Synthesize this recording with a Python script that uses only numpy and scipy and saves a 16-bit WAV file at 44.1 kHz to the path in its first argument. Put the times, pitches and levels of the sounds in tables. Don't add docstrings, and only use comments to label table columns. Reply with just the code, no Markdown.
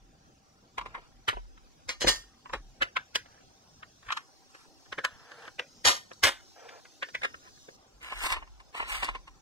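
import sys
import numpy as np
from scipy import signal
from scipy.fft import rfft, irfft, next_fast_len
from scipy.io import wavfile
from scipy.ndimage import uniform_filter1d

SR = 44100
rng = np.random.default_rng(int(sys.argv[2]) if len(sys.argv) > 2 else 0)


def output_pcm(signal):
    pcm = np.clip(np.atleast_2d(signal).T, -1, 1) * 32767
    wavfile.write(sys.argv[1], SR, np.round(pcm).astype(np.int16))


def voltage_ratio(level):
    return 10 ** (np.asarray(level, float) / 20)


N = 414981
CUT_S, LIFT_S = 7.765, 1.3


def evened(x):
    return x / np.sqrt(np.mean(x ** 2) + 1e-20)


def smoothed(x, size):
    return uniform_filter1d(uniform_filter1d(x, size), size)


def read(points, hz):
    f, value = np.transpose(points)
    return np.interp(np.log(hz + 1), np.log(f + 1), value)


def add(mix, s, sound):
    part = mix[round(s * SR):][:len(sound)]
    part += sound[:len(part)]


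def body(modes, hz, between_db=-16):
    response = voltage_ratio(between_db)
    for k, (f, width, db) in enumerate(modes):
        response = response + (-1) ** k * voltage_ratio(db) / (1 + 2j * (hz - f) / width)
    return response


def band(x, lo_hz, hi_hz):
    return signal.sosfilt(signal.butter(3, [lo_hz, hi_hz], "band", fs=SR, output="sos"), x)


def wander(rate_hz):
    t = np.arange(N) / SR
    rates = np.geomspace(rate_hz / 10, rate_hz, 12)
    return evened(sum(np.sin(2 * np.pi * (f * t + rng.random())) for f in rates))


def rings(rows, rise_s):
    out, u = np.zeros(N), np.arange(SR // 2) / SR
    for s, db, hz, t60 in rows:
        fade = voltage_ratio(db - 60 * u / t60) * np.minimum(u / rise_s, 1)
        add(out, s, fade * np.sin(2 * np.pi * hz * u))
    return out


def taps(rows, modes, rise_s=0.003, own_db=0.5, late_s=0.0028, own_width=380, round_s=0.002, snap=0.62):
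    out, t, hz = np.zeros(N), np.arange(8192) / SR, np.fft.rfftfreq(8192, 1 / SR)
    puffs = rng.standard_normal((64, 8192))
    lead = 5 * rise_s
    away = np.hypot(t - lead, round_s) - round_s
    for puff, (s, db, ring_hz, low_db, hard_db, t60) in zip(puffs, rows):
        shape = np.where(t < lead, np.exp(-away / rise_s), voltage_ratio(-60 * away / max(t60, 0.01)))
        shape += (t > lead) * voltage_ratio(-11.0 - 60 * t / 0.17)
        tilt = read([(150, low_db - 2.0), (500, low_db + 3.0), (900, 0.27), (3000, 0.3),
                     (5000, hard_db + 7.5), (9000, hard_db - 4.5),
                     (15000, hard_db - 16.5 + 0.5 * (db + 21.0))], hz)
        own = voltage_ratio(own_db) / (1 + 2j * (hz - ring_hz) / own_width)
        colour = voltage_ratio(tilt) * (body(modes, hz) + own)
        blow = rfft(puff * shape)
        blow /= np.sqrt(uniform_filter1d(abs(blow) ** 2, 40))
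        crack = snap * abs(colour) * np.exp(-2j * np.pi * hz * lead)
        sound = irfft((blow * colour + crack) * (hz > 100))
        peak = np.sqrt(uniform_filter1d(sound ** 2, 150).max())
        add(out, s - lead + late_s, voltage_ratio(db - 10.0) * sound / peak)
    return out


def friction(tables, modes, slips_per_s, spread_db, smooth, clump_db, top):
    slips = voltage_ratio(spread_db * np.minimum(rng.exponential(1, N), 4))
    slips *= rng.random(N) < slips_per_s / SR
    drive = evened(slips * rng.choice([-1, 1], N)) + smooth * rng.standard_normal(N)
    drive *= voltage_ratio(clump_db * evened(smoothed(rng.standard_normal(N), 250)))
    size = next_fast_len(N, True)
    hz = np.fft.rfftfreq(size, 1 / SR)
    rung = irfft(rfft(drive, size) * body(modes, hz) * voltage_ratio(read(top, hz)), size)[:N]
    middle, low, grit = [evened(band(rung, *edges)) for edges in ((750, 3700), (250, 750), (3700, 16000))]
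    out = np.zeros(N)
    for rows in tables:
        s, force_db, low_db, grit_db = np.transpose(rows)
        at = np.arange(round(s[0] * SR), round(s[-1] * SR))
        mix = np.zeros(len(at))
        for rel_db, part in ((0, middle), (low_db, low), (grit_db, grit)):
            mix += voltage_ratio(np.interp(at / SR, s, force_db + rel_db)) * part[at]
        out[at] += mix * signal.windows.tukey(len(at), min(1, 500 / len(at)))
    return out


# pitch_hz, level_db (per Hz)
HISS = [(18, -38), (30, -9.5), (139, -5.5), (176, -11.5), (240, -8.5), (629, -15), (735, -14.5),
        (1370, -17.5), (2190, -23.5), (5800, -12), (8250, -24.5), (15000, -36.5)]


def air():
    frames, hz = N // 256 + 5, np.fft.rfftfreq(1024, 1 / SR)
    a, b, patches = rng.standard_normal((frames, 513, 3)).T
    patches = evened(uniform_filter1d(uniform_filter1d(patches, 10, 0), 14, 1))
    t = np.arange(frames) * 256 / SR
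    room_db = np.where(t < CUT_S, 3 + 0.17 * t, 3.5)
    high_db = np.where(t < CUT_S, -4 + 1.25 * t, -1)
    share = np.clip((hz[:, None] - 2500) / 1500, 0, 1)
    level = (1 - share) * room_db + share * high_db
    level += (hz[:, None] < 260) * np.select([t < LIFT_S, t < CUT_S], [3, 2], 0.5)
    level += np.maximum(read(HISS, hz), -33)[:, None] + 2.0 * patches
    noise = signal.istft((a + 1j * b) * voltage_ratio(level), nperseg=1024, noverlap=768)[1][:N]
    tone = np.sin(2 * np.pi * 777 * np.arange(N) / SR) * voltage_ratio(-72 + 0.83 * wander(23))
    return voltage_ratio(-60.5) * evened(noise) + tone


# pitch_hz, fade_t60_s
ROOM = [(200, 0.066), (1000, 0.26), (4000, 0.25), (12000, 0.26)]


def kitchen(x):
    at = np.arange(300, SR // 2 - 20, 20)
    sparse = np.zeros(SR // 2)
    sparse[at + rng.integers(0, 20, len(at))] = rng.choice([-1., 1.], len(at))
    hz, t, z = signal.stft(sparse, SR, nperseg=256)
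    tail = signal.istft(z * voltage_ratio(-60 * t / read(ROOM, hz)[:, None]), SR, nperseg=256)[1]
    return signal.fftconvolve(x, tail / np.linalg.norm(tail))[:N]


# start_s, peak_db, pitch_hz, fade_t60_s
BOUNCES = [(0.0, -46, 41.8, 0.25), (.77, -45, 46, 0.58), (.85, -49, 40, 0.22), (.95, -45, 28.2, 0.28),
           (1.14, -49, 42, 0.37), (1.335, -33.5, 41, 0.68), (1.42, -51, 37.3, 0.27),
           (1.59, -46.5, 36, 0.35), (1.86, -44, 41.1, 0.44), (1.95, -43, 38, 0.22), (2.04, -25, 43.8, 0.27),
           (2.14, -42, 33.8, .25), (2.22, -48, 46, 0.26), (2.49, -42, 33.8, 0.39), (2.54, -36, 45.6, 0.36),
           (2.61, -40, 37, 0.39), (2.79, -38, 39, 0.19), (4.039, -53, 41, 0.53), (5.845, -37, 42, .23),
           (6.218, -37, 42, 0.32), (7.75, -64, 41, 0.34), (7.93, -48.5, 44, 0.28), (8.02, -49, 54, 0.38),
           (8.13, -39.5, 40.6, 0.74), (8.22, -35, 25, 0.39), (8.29, -33, 35.8, 0.52),
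           (8.34, -39, 56.1, 0.31), (8.48, -44, 51.1, 0.61), (8.78, -41, 46.5, 0.62), (8.9, -34, 35, 0.44),
           (8.95, -35.5, 45.7, 0.33), (9.08, -33, 39.8, 0.42), (9.17, -48, 60.6, 0.34),
           (9.27, -44, 44.7, 0.31)]
# start_s, peak_db
THUDS = [(2.819, -47), (8.31, -36), (1.281, -36), (1.859, -46), (2.046, -31.5), (2.537, -41.5),
         (4.071, -48), (5.856, -31.5), (6.238, -29.5), (9.08, -53)]


def table():
    thuds = [(s, db, 98, 0.12) for s, db in THUDS]
    return rings(BOUNCES, rise_s=0.036) + rings(thuds, rise_s=0.0075)


# pitch_hz, width_hz, level_db
SKIN = [(459, 37, -1.5), (690, 190, -1), (976, 220, -0.5), (1330, 98, 5), (1680, 210, -1), (2400, 150, -4),
        (2810, 75, -11.5), (3320, 130, -44)]
# start_s, length_s, force_db, low_body_db, grit_db
RUBS = [(0.802, 0.28, -61, -7, -26), (3.251, 0.19, -65, -11, -23), (4.044, 0.18, -56, -16, -11),
        (4.49, 0.18, -64, -12, -2.5), (5.03, 0.16, -58.5, -9.5, -19), (5.187, 0.16, -58, -5.5, -23),
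        (5.335, 0.162, -53.5, -3, -15), (6.555, 0.25, -56.5, 2.5, -26), (7.422, 0.074, -56.5, -13, -15)]


def rub(s, length, db, low_db, grit_db):
    edge_s, edge_db = 0.081, -5
    shape = [(s, edge_db), (s + edge_s, 0), (s + length - edge_s / 2, 0), (s + length, edge_db)]
    return [(at, db + rel, low_db, grit_db) for at, rel in shape]


def finger_rubs():
    return friction([rub(*row) for row in RUBS], SKIN, slips_per_s=1100, spread_db=6.0, smooth=3.8,
                    clump_db=0.1, top=[(450, 1.0), (750, 0.0), (1700, 3.5), (2200, 5), (4000, 8),
                                       (9000, 3), (16000, -18)])


# pitch_hz, width_hz, level_db
HOLLOW = [(450, 77, -13.5), (998, 103, 6.5), (1790, 380, -16), (2520, 82, -19.5), (2640, 200, -28.5),
          (3530, 89, -18), (4100, 95, -17)]
# start_s, peak_db, ring_hz, weight_db, hardness_db
PATS = [(0.779, -17, 1010, -10.5, -20), (0.809, -24.5, 1130, -5, -20), (0.857, -26, 1030, -3.5, -20),
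        (0.946, -22.5, 1830, -4, -21), (0.976, -35, 990, 4, -28), (1.326, -28, 840, 2, -40),
        (1.367, -26, 800, 3, -45), (2.455, -32.5, 1060, -12, -44), (2.493, -33, 1210, -2, -21)]


def pats():
    return taps([(*row, 0.044) for row in PATS], HOLLOW, rise_s=0.0021, own_db=1.0, late_s=0.0046,
                own_width=200, round_s=0.0047, snap=0.71)


# pitch_hz, width_hz, level_db
HELD = [(525, 88, 0), (992, 64, -1), (1690, 370, -7.5), (1891, 149, 2), (2123, 230, -10), (2840, 240, -3),
        (4400, 1300, -24), (4820, 230, 1), (7000, 8600, -7.5), (1433, 50, 0), (3460, 180, -26)]
# start_s, peak_db, ring_hz
TOUCHES = [(1.575, -43, 1160), (1.833, -55, 1210), (3.258, -42, 880), (4.028, -43.5, 1160),
           (4.066, -40.5, 1650), (4.548, -37.5, 1620), (4.859, -47, 1420), (5.195, -45, 1300),
           (5.3, -57, 1500), (5.316, -32, 1550), (5.421, -38.5, 1620), (5.437, -40, 1530),
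           (5.452, -36, 1680), (6.598, -46, 1430), (6.689, -33, 1810), (6.852, -39, 2000),
           (7.086, -34.5, 925), (7.474, -47.5, 1420), (7.574, -48.5, 1700), (7.218, -27, 1380)]
# start_s, peak_db, ring_hz, weight_db, hardness_db
CLICKS = [(2.044, -12.5, 504, 5, -40), (2.812, -19.5, 1570, -19, -36), (2.82, -9.5, 1610, -9.5, -25),
          (2.827, -13, 2890, -15, -19), (2.966, -11, 1560, -21, -28.5), (7.248, -14.5, 1480, -13, -27.5),
          (3.155, -10, 3000, -8, -10.5), (3.829, -30.5, 1320, -19, -31), (4.087, -27, 1320, -34, -27),
          (4.103, -17.5, 1180, -32, -32), (4.122, -15, 1330, -32, -17.5), (4.171, -19, 1110, -64, -18),
          (4.925, -22, 1320, -10, -23), (4.985, -19.5, 1650, 1.5, -26), (5.047, -10.5, 1650, -13.5, -18),
          (5.478, -30.5, 1560, -4, -23), (5.593, -16, 2800, -4, -22.5), (6.114, -30.5, 1330, 0, -27),
          (6.132, -40, 3950, -22, 10), (7.027, -17.5, 1890, -9, -27.5), (7.149, -17, 2050, -15.5, -24.5),
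          (7.342, -29, 1346, -11, -46), (7.686, -33, 820, 2.5, -36)]
# start_s, peak_db, ring_hz, weight_db, hardness_db
KNOCKS = [(1.285, -11, 1120, -31, -38), (1.89, -17.5, 2120, -8.5, -6), (2.016, -19, 3140, -1, -20),
          (2.07, -11, 1960, 3.5, -14), (2.534, -17, 1040, -3.5, -22.5), (5.854, -24.5, 2860, -30, -28),
          (6.236, -5, 1500, -21.5, -6), (7.233, -17, 2100, -14.5, -21.5)]


def handling():
    knocks = [(*row, 0.12 if row[4] > -10 else 0.091) for row in KNOCKS]
    clicks = [(*row, 0.023) for row in CLICKS]
    weight_db, hard_db, touch_t60 = -8.5, -19, 0.028
    touches = [(*row, weight_db, hard_db, touch_t60) for row in TOUCHES]
    return taps(knocks + clicks + touches, HELD)


# pitch_hz, level_db, fade_t60_s
STEEL = [(1210, -7, 0.2), (1420, -24, 0.23), (1830, 2.5, 0.22), (2180, -14.5, .1), (2900, -1, 0.2),
         (3300, -3, 0.16), (4160, -7.5, 0.15), (4630, -10.5, .2), (4810, -16.5, 0.33), (5210, -7, 0.072),
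         (5470, -12.5, 0.16), (6250, -19.5, 0.24), (7100, -12.5, 0.0924), (7330, -18, 0.19)]
# start_s, peak_db, tilt_db (per octave)
JOLTS = [(1.894, -39, 3.5), (2.016, -32, 12.5), (2.078, -21, 7.5), (2.102, -44.5, 0), (5.859, -27, -7),
         (5.896, -39.5, -10.5)]


def blade():
    rows = []
    for s, db, tilt_db in JOLTS:
        luck = 2.5 * rng.standard_normal(len(STEEL))
        for (hz, rel, t60), odd in zip(STEEL, luck):
            rows.append((s, db + rel + odd + tilt_db * np.log2(hz / 3000), hz, t60))
    return rings(rows, rise_s=0.0058)


# start_s, force_db, hold_s, release_t60_s, grit_db
RASPS = [(1.283, -25, 0.0085, 0.064, -12), (2.009, -38.5, 0.024, 0.053, 4.5), (2.071, -28.5, 0.024, 0.2, 4),
         (5.852, -21, 0.038, 0.17, 0.5), (6.234, -21.5, 0.05, 0.091, -9)]


def rasp(s, db, hold, t60, grit_db):
    low_db = -11
    shape = [(s - 0.012, -42), (s, 0), (s + hold, 0), (s + hold + t60, -60)]
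    return [(at, db + rel, low_db, grit_db) for at, rel in shape]


def slide_rasps():
    return friction([rasp(*row) for row in RASPS], HELD, slips_per_s=3200, spread_db=5.0, smooth=1.0,
                    clump_db=-2.0, top=[(3000, 6.5), (7000, -2.5), (9000, -5.0), (15000, -13.0)])


# pitch_hz, width_hz, level_db
LAID = [(510, 140, -18.5), (1010, 35, 0.5), (1320, 2800, -19), (1650, 31, -9), (2050, 580, -5.5),
        (2420, 110, -29), (2810, 100, -7), (3570, 140, -35), (4100, 2700, -27.5), (5100, 310, -26),
        (8460, 860, -10)]
# start_s, peak_db, hardness_db
CATCHES = [(8.028, -54, -10), (8.051, -48, 2), (8.121, -22.5, -33), (8.215, -27, -7), (8.239, -22, -12),
           (8.263, -17, -7), (8.301, -20, -6), (8.335, -24, -8), (8.384, -38, -23), (8.321, -20.5, -1),
           (8.364, -24.5, -20), (8.423, -32, -45), (8.474, -43.5, -40), (8.6, -38.5, -8),
           (8.748, -25.5, -20), (8.774, -31, -22), (8.8, -16, -36), (8.825, -23, -40.5), (8.876, -33, -12),
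           (8.909, -41, 2), (8.926, -38, -8), (8.945, -27, -5), (8.966, -30, 1), (9.029, -15.5, -16),
           (9.043, -22.5, 1.5), (9.087, -16, -19), (9.151, -25, -20), (9.276, -34.5, -11.5)]


def catches():
    ring_hz, weight_db, t60 = 1040, -7.5, 0.038
    rows = [(s, db, ring_hz, weight_db, hard_db, t60) for s, db, hard_db in CATCHES]
    return taps(rows, LAID, rise_s=0.0035, own_db=6.8, late_s=0.0033, own_width=126,
                round_s=0.0041, snap=0.55)


# time_s, force_db, grit_db
STROKES = [
    [(8.005, -59.5, -15), (8.03, -46.5, -11), (8.11, -43, -16), (8.19, -42.5, -6.5), (8.25, -31.5, -9),
     (8.285, -42, -6), (8.33, -28.5, -17), (8.37, -51, -30), (8.41, -66, -12)],
    [(8.725, -63.5, -9), (8.77, -36.5, -15), (8.86, -45, -20.5), (8.885, -39.5, -8.5), (8.94, -32, -13),
     (9.0, -41.5, -10), (9.045, -35, -18), (9.075, -44.5, -19), (9.2, -68, -18)],
]


def stroke(force):
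    return [(s, db, -5.5 - max(db + 58, 0), grit_db) for s, db, grit_db in force]


def root_strokes():
    return friction([stroke(force) for force in STROKES], LAID, slips_per_s=1300, spread_db=3, smooth=0.91,
                    clump_db=1.5, top=[(3000, 6.5), (7000, 11.7), (10000, 4.6), (16000, 3.4)])


def scene():
    hits = handling() + catches() + pats()
    rubbed = slide_rasps() + blade() + finger_rubs() + root_strokes()
    mono = voltage_ratio(1.0) * (hits + rubbed + voltage_ratio(-14.0) * kitchen(rubbed) + table() + air())
    return np.array([mono, mono])


# start_s, bass_rad, near_1_khz_rad, near_1600_hz_rad, top_band_rad
LOCKS = [(0, 0.7, -1.9, -2.9, 2.6), (0.79, -1.4, -0.7, 2.9, 0.1), (1.29, -2.2, -2.6, -2.1, 1.0),
         (1.9, -2.7, -0.2, 1.7, 2.7), (2.03, -1.5, 0.5, -1.0, -3.1), (2.1, -0.4, 1.2, -1.0, 3.1),
         (2.54, 0.8, 0.2, -0.2, -0.4), (2.83, 0.0, -2.1, -3.1, -1.9), (2.97, 0.3, 1.0, -2.4, 2.4),
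         (3.16, 0.7, 1.9, -0.6, -1.9), (4.13, -3.0, 0.8, -2.4, -2.3), (4.95, 1.1, -0.4, 0.1, -2.0),
         (5.05, 2.2, 0.3, 0.5, 0.9), (5.6, 1.3, 1.6, 0.4, -2.0), (5.88, -0.8, -0.9, 2.4, 2.9),
         (6.26, 2.7, -1.1, -1.1, 1.0), (7.03, 3.1, 2.8, 0.4, 2.8), (7.15, 1.3, -3.0, -0.5, -0.6),
         (7.24, -2.2, -2.3, 1.6, 0.0), (7.8, 0.0, 1.7, -1.5, 2.0), (8.07, 1.7, 0.6, -0.5, -2.3),
         (8.25, 2.8, 0.5, -1.5, 0.1), (8.45, -2.4, -1.3, -0.4, 1.5), (8.77, -2.3, -1.0, -2.4, -0.0),
         (8.95, -2.3, -1.0, -1.9, -0.6), (9.05, -2.0, -1.0, -1.9, -0.6), (9.28, 1.8, -0.0, 1.8, -1.4)]


def roll_off(x):
    return signal.sosfilt(signal.butter(12, 16650, fs=SR, output="sos"), x)


def record(dry):
    hz, t, z = signal.stft(dry, SR, nperseg=1024, noverlap=768)
    s, bass, low, middle, top = np.transpose(LOCKS)
    since = np.clip(np.searchsorted(s - 0.03, t) - 1, 0, None)
    band_hz = 480
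    bands = ((hz + rng.uniform(0, band_hz, (len(s), 1))) // band_hz).astype(int)
    held = np.take_along_axis(rng.uniform(-np.pi, np.pi, (len(s), 80)), bands, 1)
    held[:, (hz > 200) & (hz < 800)] *= 0.5
    held[0] *= 0.2
    held[:, hz < 230] = bass[:, None]
    held[:, hz > 7600] = top[:, None]
    held[:, (hz > 700) & (hz < 1450)] = low[:, None]
    held[:, (hz > 1450) & (hz < 2000)] = middle[:, None]
    held[np.ix_(s > CUT_S, (hz > 1800) & (hz < 3350))] = 2.8
    level_db = 20 * np.log10(uniform_filter1d(abs(z[0]), 5, 0) + 1e-9)
    faint = np.clip((-78 - level_db) / 12, 0, 1)
    drift = rng.standard_normal((len(t), len(hz))).T
    drift = evened(uniform_filter1d(uniform_filter1d(drift, 3, 0), 5, 1))
    turn = held[since].T + (0.65 + 2.2 * faint) * drift
    ears = (hz[:, None] < 15800) * z * np.exp(0.5j * np.array([turn, -turn]))
    wide = signal.istft(ears, SR, nperseg=1024, noverlap=768)[1][:, :N]
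    return roll_off(wide)


dry = scene()
out = record(dry)
output_pcm(out)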